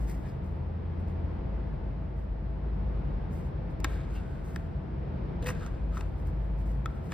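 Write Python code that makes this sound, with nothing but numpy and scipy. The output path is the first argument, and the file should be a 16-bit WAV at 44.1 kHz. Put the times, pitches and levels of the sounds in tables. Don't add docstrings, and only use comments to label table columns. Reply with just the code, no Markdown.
import sys
import numpy as np
from scipy import signal
from scipy.fft import rfft, irfft, next_fast_len
from scipy.io import wavfile
from scipy.ndimage import map_coordinates

SR = 44100
rng = np.random.default_rng(int(sys.argv[2]) if len(sys.argv) > 2 else 0)


def digitize_waveform(pressure):
    field = np.atleast_2d(pressure).T
    bounded = np.clip(field, -1, 1)
    quanta = np.round(bounded * 32767).astype(np.int16)
    wavfile.write(sys.argv[1], SR, quanta)


N = 314433


def amp(db):
    return 10 ** (np.asarray(db) / 20)


def unit(x):
    return x / np.sqrt(np.mean(x ** 2) + 1e-20)


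def along(points, hz):
    point_hz, values = np.transpose(points)
    return np.interp(np.log(hz + 1), np.log(point_hz + 1), values)


def curves(rows):
    times_s, *columns = np.transpose(rows)
    return [np.interp(np.arange(N) / SR, times_s, column) for column in columns]


def wobble(rate_hz):
    knots = rng.standard_normal(int(N * rate_hz / SR) + 4)
    return map_coordinates(knots, [np.arange(N) * rate_hz / SR])


def filtered(x, response):
    size = next_fast_len(N + SR // 2)
    return irfft(rfft(x, size) * response(np.fft.rfftfreq(size, 1 / SR)), size)[..., :N]


def coloured(x, spectrum):
    return unit(filtered(x, lambda hz: amp(along(spectrum, hz))))


def resonances(x, modes):
    def response(hz):
        return sum((-1) ** k * amp(db) * 1j * hz * width / (centre ** 2 - hz ** 2 + 1j * hz * width)
                   for k, (centre, width, db) in enumerate(modes))
    return unit(filtered(x, response))


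def cycles(hz):
    return 2 * np.pi * (np.cumsum(hz) / SR + rng.random())


def tone(hz):
    return unit(np.sin(cycles(hz)))


def grains(rate_hz, smooth):
    catches = (rng.random(N) < rate_hz / SR) * rng.standard_normal(N)
    return unit(unit(catches) + smooth * rng.standard_normal(N))


def strokes(rows, rise_s=0.035, rise_share=0.36):
    t = np.arange(N) / SR
    return sum(amp(db) * np.interp(t, [s, s + min(rise_s, length_s * rise_share), s + length_s], [0, 1, 0])
               for s, length_s, db, *_ in rows)


def add(out, start_s, sound):
    out[round(start_s * SR):][:len(sound)] += sound


# frequency in Hz, relative density in dB.
AIR_SPECTRUM = [(25, -16), (31, -18.5), (38, 1.5), (65, 3), (100, -7), (135, -2), (185, -5), (255, -15.5),
                (320, -13.5), (430, -17), (505, -16.5), (590, -20.5), (900, -24), (1200, -30),
                (2000, -36.5), (3000, -45), (5300, -55), (7000, -73), (9500, -68), (15000, -98)]
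# frequency in Hz, correlation of left with right.
AIR_CORRELATION = [(60, 0.99), (160, 0.84), (270, 0.55), (480, 0.069), (1200, 0.01), (2500, 0.44),
                   (6000, 0.059)]
# time in seconds, relative level in dB.
DEEP_DRONE_LEVELS = [(0.0, -32.5), (0.55, -53.5), (1.35, -55.5), (1.55, -32.5), (1.8, -38.5), (2.7, -30.5),
                     (3.55, -39.5), (4.2, -33), (4.45, -57), (4.7, -41.5), (5.4, -44.5), (5.85, -32),
                     (6.13, -40), (6.3, -32.5), (6.85, -31), (7.13, -57)]
# frequency in Hz, relative level in dB.
FAN_TONES = [(133, -51.5), (657, -62.5), (887, -69.5)]


def room_tone(deep_hz=52.83, upper_hz=84, swell_db=9):
    def width_rad(hz):
        return np.arccos(np.clip(along(AIR_CORRELATION, hz), -1, 1)) / 2
    mid = filtered(rng.standard_normal(N), lambda hz: np.cos(width_rad(hz)))
    side = filtered(rng.standard_normal(N), lambda hz: np.sin(width_rad(hz)))
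    air = amp(-35.5 + 0.89 * wobble(2.056)) * coloured(np.array([mid + side, mid - side]), AIR_SPECTRUM)
    deep_db, = curves(DEEP_DRONE_LEVELS)
    deep = amp(deep_db + 0.61 * wobble(9.3)) * tone(deep_hz + 1.78 * wobble(8))
    swell, = curves([(0.34, 0), (0.57, 1), (1.24, 1), (1.47, 0)])
    upper = amp(-44.5 + swell_db * swell + 0.62 * wobble(1.7)) * tone(upper_hz + 0.8 * wobble(5))
    fan = sum(amp(db + 2.2 * wobble(4.9)) * tone(hz + 3 * wobble(12)) for hz, db in FAN_TONES)
    return (air + deep + upper + fan) * amp([[0.6], [-0.6]])


# start in seconds, length in seconds, level in dB.
FINGER_RUBS = [(-.03, 0.45, -64.5), (.07, 0.093, -57), (.41, 0.29, -75), (.98, 0.07, -75),
               (1.07, 0.074, -72), (2.15, 0.14, -75), (3.27, 0.069, -82), (3.3, 0.23, -63.5),
               (3.67, 0.089, -74), (3.87, .13, -69), (4.12, 0.11, -66), (4.24, 0.39, -82),
               (4.43, 0.27, -67), (5.455, 0.078, -49), (5.935, 0.11, -61.5), (6.03, 0.27, -77.5),
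               (6.16, 0.11, -75), (6.24, 0.083, -66), (6.3, 3.5, -78), (6.56, .25, -75.5),
               (6.645, 0.13, -69), (6.94, 0.036, -77), (7.03, 0.2, -70)]
# frequency in Hz, relative density in dB.
SKIN_SPECTRUM = [(600, -29.5), (2000, 12.5), (3200, -9), (5200, 1.5), (7000, 1.5), (10000, -3.5),
                 (12000, -7), (13900, 2), (16000, -7)]


def fingers(grip_db=-17.5):
    pressure = strokes(FINGER_RUBS) + amp(grip_db) * strokes(SLIDE_STROKES)
    return pressure * amp(1.5 * wobble(45)) * coloured(grains(rate_hz=1100, smooth=1.0), SKIN_SPECTRUM)


# start in seconds, length in seconds, level in dB, ring in Hz, relative ring in dB.
SLIDE_STROKES = [(0.063, 0.07, -56.5, 2100, -18), (0.225, 0.15, -60, 1730, 2), (0.267, .06, -68, 5000, -3),
                 (3.824, 0.38, -52.5, 2260, -11), (3.875, 0.19, -69, 3800, -2),
                 (4.088, 0.91, -61.5, 1510, 3), (4.138, 0.074, -57.5, 2760, 0),
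                 (5.421, 0.021, -47, 3860, -9), (5.448, 0.071, -39, 2660, -10),
                 (5.468, 0.34, -51.5, 2570, -11), (5.596, 0.1, -54.5, 1310, 0.5),
                 (5.734, 0.73, -68, 2510, -7), (5.912, 0.18, -54.5, 1240, 1), (6.862, 0.62, -66, 1360, 3),
                 (7.1, 0.082, -46, 1700, -10)]
# frequency in Hz, relative density in dB.
SCRAPE_SPECTRUM = [(150, -28), (290, 9.5), (700, -16.5), (1200, 8), (1900, -3.5), (2700, 0.5), (4200, -5),
                   (8000, -11), (15000, -49)]
# resonance in Hz, width in Hz, relative level in dB.
PIECE_MODES = [(1080, 130, -14.5), (1582, 120, 15), (1870, 50, 1), (2610, 150, 4.5), (3580, 58, -2.5),
               (5300, 130, -23.5), (7380, 200, -11.5)]


def slides(ring_q=11):
    catches = grains(rate_hz=1200, smooth=0.94)
    rasp = amp(-6) * coloured(catches, SCRAPE_SPECTRUM) + amp(-3.5) * resonances(catches, PIECE_MODES)
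    out = np.zeros(N)
    for *stroke, ring_hz, ring_db in SLIDE_STROKES:
        ring = unit(signal.lfilter(*signal.iirpeak(ring_hz, ring_q, SR), catches))
        out += strokes([stroke]) * (rasp + amp(ring_db) * ring)
    return out


# frequency in Hz, gain in dB.
TICK_SPECTRUM = [(500, -11), (1500, 2.5), (3100, -1), (4500, -8), (6200, 5.5), (10000, -6), (12000, -1),
                 (14400, 2)]


def tick(t, hardness_hz, t60_s=0.014):
    hz = np.fft.rfftfreq(len(t), 1 / SR)
    colour = amp(along(TICK_SPECTRUM, hz)) / np.sqrt(1 + (hz / (1.2 * hardness_hz)) ** 4)
    return amp(-60 * t / t60_s) * irfft(rfft(rng.standard_normal(len(t))) * colour, len(t))


# mode in Hz, relative level in dB, base t60 in seconds.
SHELL_MODES = [(308, -7.5, 0.056), (803, -7, 0.022), (1048, -2, 0.016), (1314, -6, 0.023),
               (1594, -5.5, 0.027), (1747, -1, .016), (1890, 0, 0.015), (2210, -6.5, 0.017),
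               (2550, -10.5, 0.04), (3100, -10.5, 0.012), (3494, -10.5, 0.015), (3790, -6.5, 0.01),
               (4810, -12.5, 0.011), (5500, -11, 0.015), (7300, -6, .0053)]


def shell(t, ring, hardness_hz, favoured_hz=1000, second_hz=1000, db_per_octave=0):
    damped_loss_db, damped_ring, second_damping = 14, 0.87, 0.38
    hz, mode_db, t60_s = np.transpose(SHELL_MODES)[:, :, None]

    def away(centre_hz):
        return db_per_octave * np.abs(np.log2(hz / centre_hz)) / damped_loss_db
    damping = np.clip(np.minimum(away(favoured_hz), second_damping + away(second_hz)), 0, 1)
    gain = amp(mode_db - damped_loss_db * damping + rng.normal(0, 1, hz.shape))
    gain /= np.sqrt(1 + (hz / hardness_hz) ** 2)
    held_t60_s = t60_s * (ring + (damped_ring - ring) * damping)
    signs = (-1) ** np.arange(len(hz))[:, None]
    return np.sum(gain * signs * np.sin(2 * np.pi * hz * t) * amp(-60 * t / held_t60_s), axis=0)


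# start in seconds, level in dB.
EDGE_GRAZES = [(1.082, -57.5), (3.8025, -42.5), (4.108, -56), (4.462, -56), (4.483, -57), (5.425, -49),
               (5.443, -43), (5.6715, -54), (5.948, -52), (6.001, -57), (6.751, -63)]


def grazes(hardness_hz=8000):
    out, t = np.zeros(N + SR), np.arange(SR // 10) / SR
    for start_s, db in EDGE_GRAZES:
        touch = tick(t, hardness_hz) + amp(-3) * shell(t, ring=0.32, hardness_hz=hardness_hz)
        add(out, start_s, amp(db) * touch)
    return out[:N]


# start in seconds, level in dB, two favoured pitches in Hz, damping in dB per octave,
# ring length factor, hardness in Hz, relative tick in dB, step per rebound in dB, rebound gap in seconds.
PIECE_KNOCKS = [(3.844, -22, 1412, 3800, -0.5, 0.91, 14000, -4, -7, .00375),
                (4.5599, -22, 1767, 2900, 52, 0.76, 6500, -12.5, -10.5, 0.0013),
                (5.4609, -30.5, 1901, 2418, 59, 0.8, 7500, -14, -7, 0.0011),
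                (5.467, -32, 1548, 2654, 34, 0.66, 18000, -2, 3, 0.00111),
                (5.4701, -31, 1425, 2582, 34, .69, 5300, -2, -12, 0.0015),
                (5.4782, -36, 2620, 1449, 32, 0.6, 4500, -3, 5, .002),
                (5.4858, -23.5, 2570, 1871, 59, 0.78, 5700, -13.5, -19, 0.0011),
                (5.4896, -25.5, 1330, 2537, 47, 0.63, 5000, -5, 0.5, 0.001),
                (5.4957, -27, 1595, 2519, 55, 0.43, 5300, -10, -8.8, .00109),
                (5.5024, -28.3, 1443, 1971, 24, .71, 6100, -10, -1, 0.00097),
                (5.507, -34, 1886, 1376, 37, .56, 7600, -17, -12, 0.00094),
                (5.6633, -32.5, 1310, 5261, 34, 0.8, 7000, -9, -12, 0.00081),
                (5.97, -22, 1320, 1060, 36, 0.83, 1600, -34, -24, 0.0019),
                (5.976, -30.5, 1271, 1465, 29, 0.64, 4300, -8, -16, .00164),
                (6.0078, -36, 1499, 3100, 1, 0.34, 9300, -14, 2, 0.0011),
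                (6.858, -19, 1325, 3450, 105, 1.55, 6500, -19.5, -21, .0015),
                (7.1198, -26.5, 1900, 3500, 3.5, 0.53, 5500, -11, -8, 0.0017)]


def knocks(edge_lead_s=0.0006):
    out, t = np.zeros(N + SR), np.arange(SR // 10) / SR
    for start_s, db, *grip, ring, hardness_hz, tick_db, rebound_db, gap_s in PIECE_KNOCKS:
        add(out, start_s, amp(db + tick_db) * tick(t, hardness_hz))
        for bounce in range(3):
            hit = amp(db + bounce * rebound_db) * shell(t, ring, hardness_hz, *grip)
            add(out, start_s + edge_lead_s + bounce * gap_s, hit)
    return out[:N]


# time in seconds, slip rate in Hz, relative level in dB.
JUDDER_PATH = [(5.425, 470, -48), (5.448, 470, -46.5), (5.47, 510, -42.5), (5.495, 505, -44),
               (5.512, 505, -46), (5.535, 460, -62)]
# resonance in Hz, width in Hz, relative level in dB.
TABLE_MODES = [(107, 18, 9.5), (274, 30, -0.5), (390, 77, -8)]


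def judder():
    slip_hz, db = curves(JUDDER_PATH)
    t = np.arange(N) / SR
    moving = (t > JUDDER_PATH[0][0]) & (t < JUDDER_PATH[-1][0])
    phase = cycles(slip_hz * (1 + 0.045 * wobble(250)))
    slips = np.diff(phase // (2 * np.pi), prepend=0) * amp(5.5 * rng.standard_normal(N))
    piece = resonances(slips, PIECE_MODES)
    table = resonances(grains(rate_hz=500, smooth=0.24), TABLE_MODES)
    return moving * amp(db) * (amp(6) * np.sin(phase) + amp(-16) * piece + amp(8) * table)


# frequency in Hz, t60 in seconds.
WALL_DECAY = [(200, 0.4), (1500, 1), (5000, 0.1), (12000, 0.049)]


def walls(x):
    hz, t, noise = signal.stft(rng.standard_normal((2, SR // 2)), SR, nperseg=256)
    tail = signal.istft(noise * amp(-60 * t / along(WALL_DECAY, hz)[:, None]), SR, nperseg=256)[1]
    echo = signal.fftconvolve(x[None], tail / np.linalg.norm(tail[0]), axes=1)[:, :N]
    return filtered(echo, lambda hz: amp(along([(1500, -20), (3500, -19)], hz)))


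# frequency in Hz, left lead in radians.
STEREO_PHASE = [(900, 0), (1800, .6), (3600, .6), (4400, 0), (6550, -3.14), (9300, -6.28), (12000, -9.42),
                (15000, -12.57)]
# frequency in Hz, left minus right in dB.
STEREO_BALANCE = [(500, -0.5), (2000, 3.5), (5000, -0.5), (12000, -1.5)]


def stereo_image(x):
    sides = np.array([[0.5], [-0.5]])

    def response(hz):
        return np.exp(1j * sides * along(STEREO_PHASE, hz)) * amp(sides * along(STEREO_BALANCE, hz))
    return filtered(x, response)


def scene():
    toys = knocks() + grazes() + slides() + judder() + fingers()
    return stereo_image(toys) + walls(toys) + room_tone()


def record(dry):
    low_hz, top_hz = 31, 15300
    high_passed = filtered(dry, lambda hz: 1 / np.sqrt(1 + (low_hz / (hz + 1)) ** 16))
    return filtered(high_passed, lambda hz: 1 / np.sqrt(1 + (hz / top_hz) ** 140))


dry = scene()
out = record(dry)
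digitize_waveform(out)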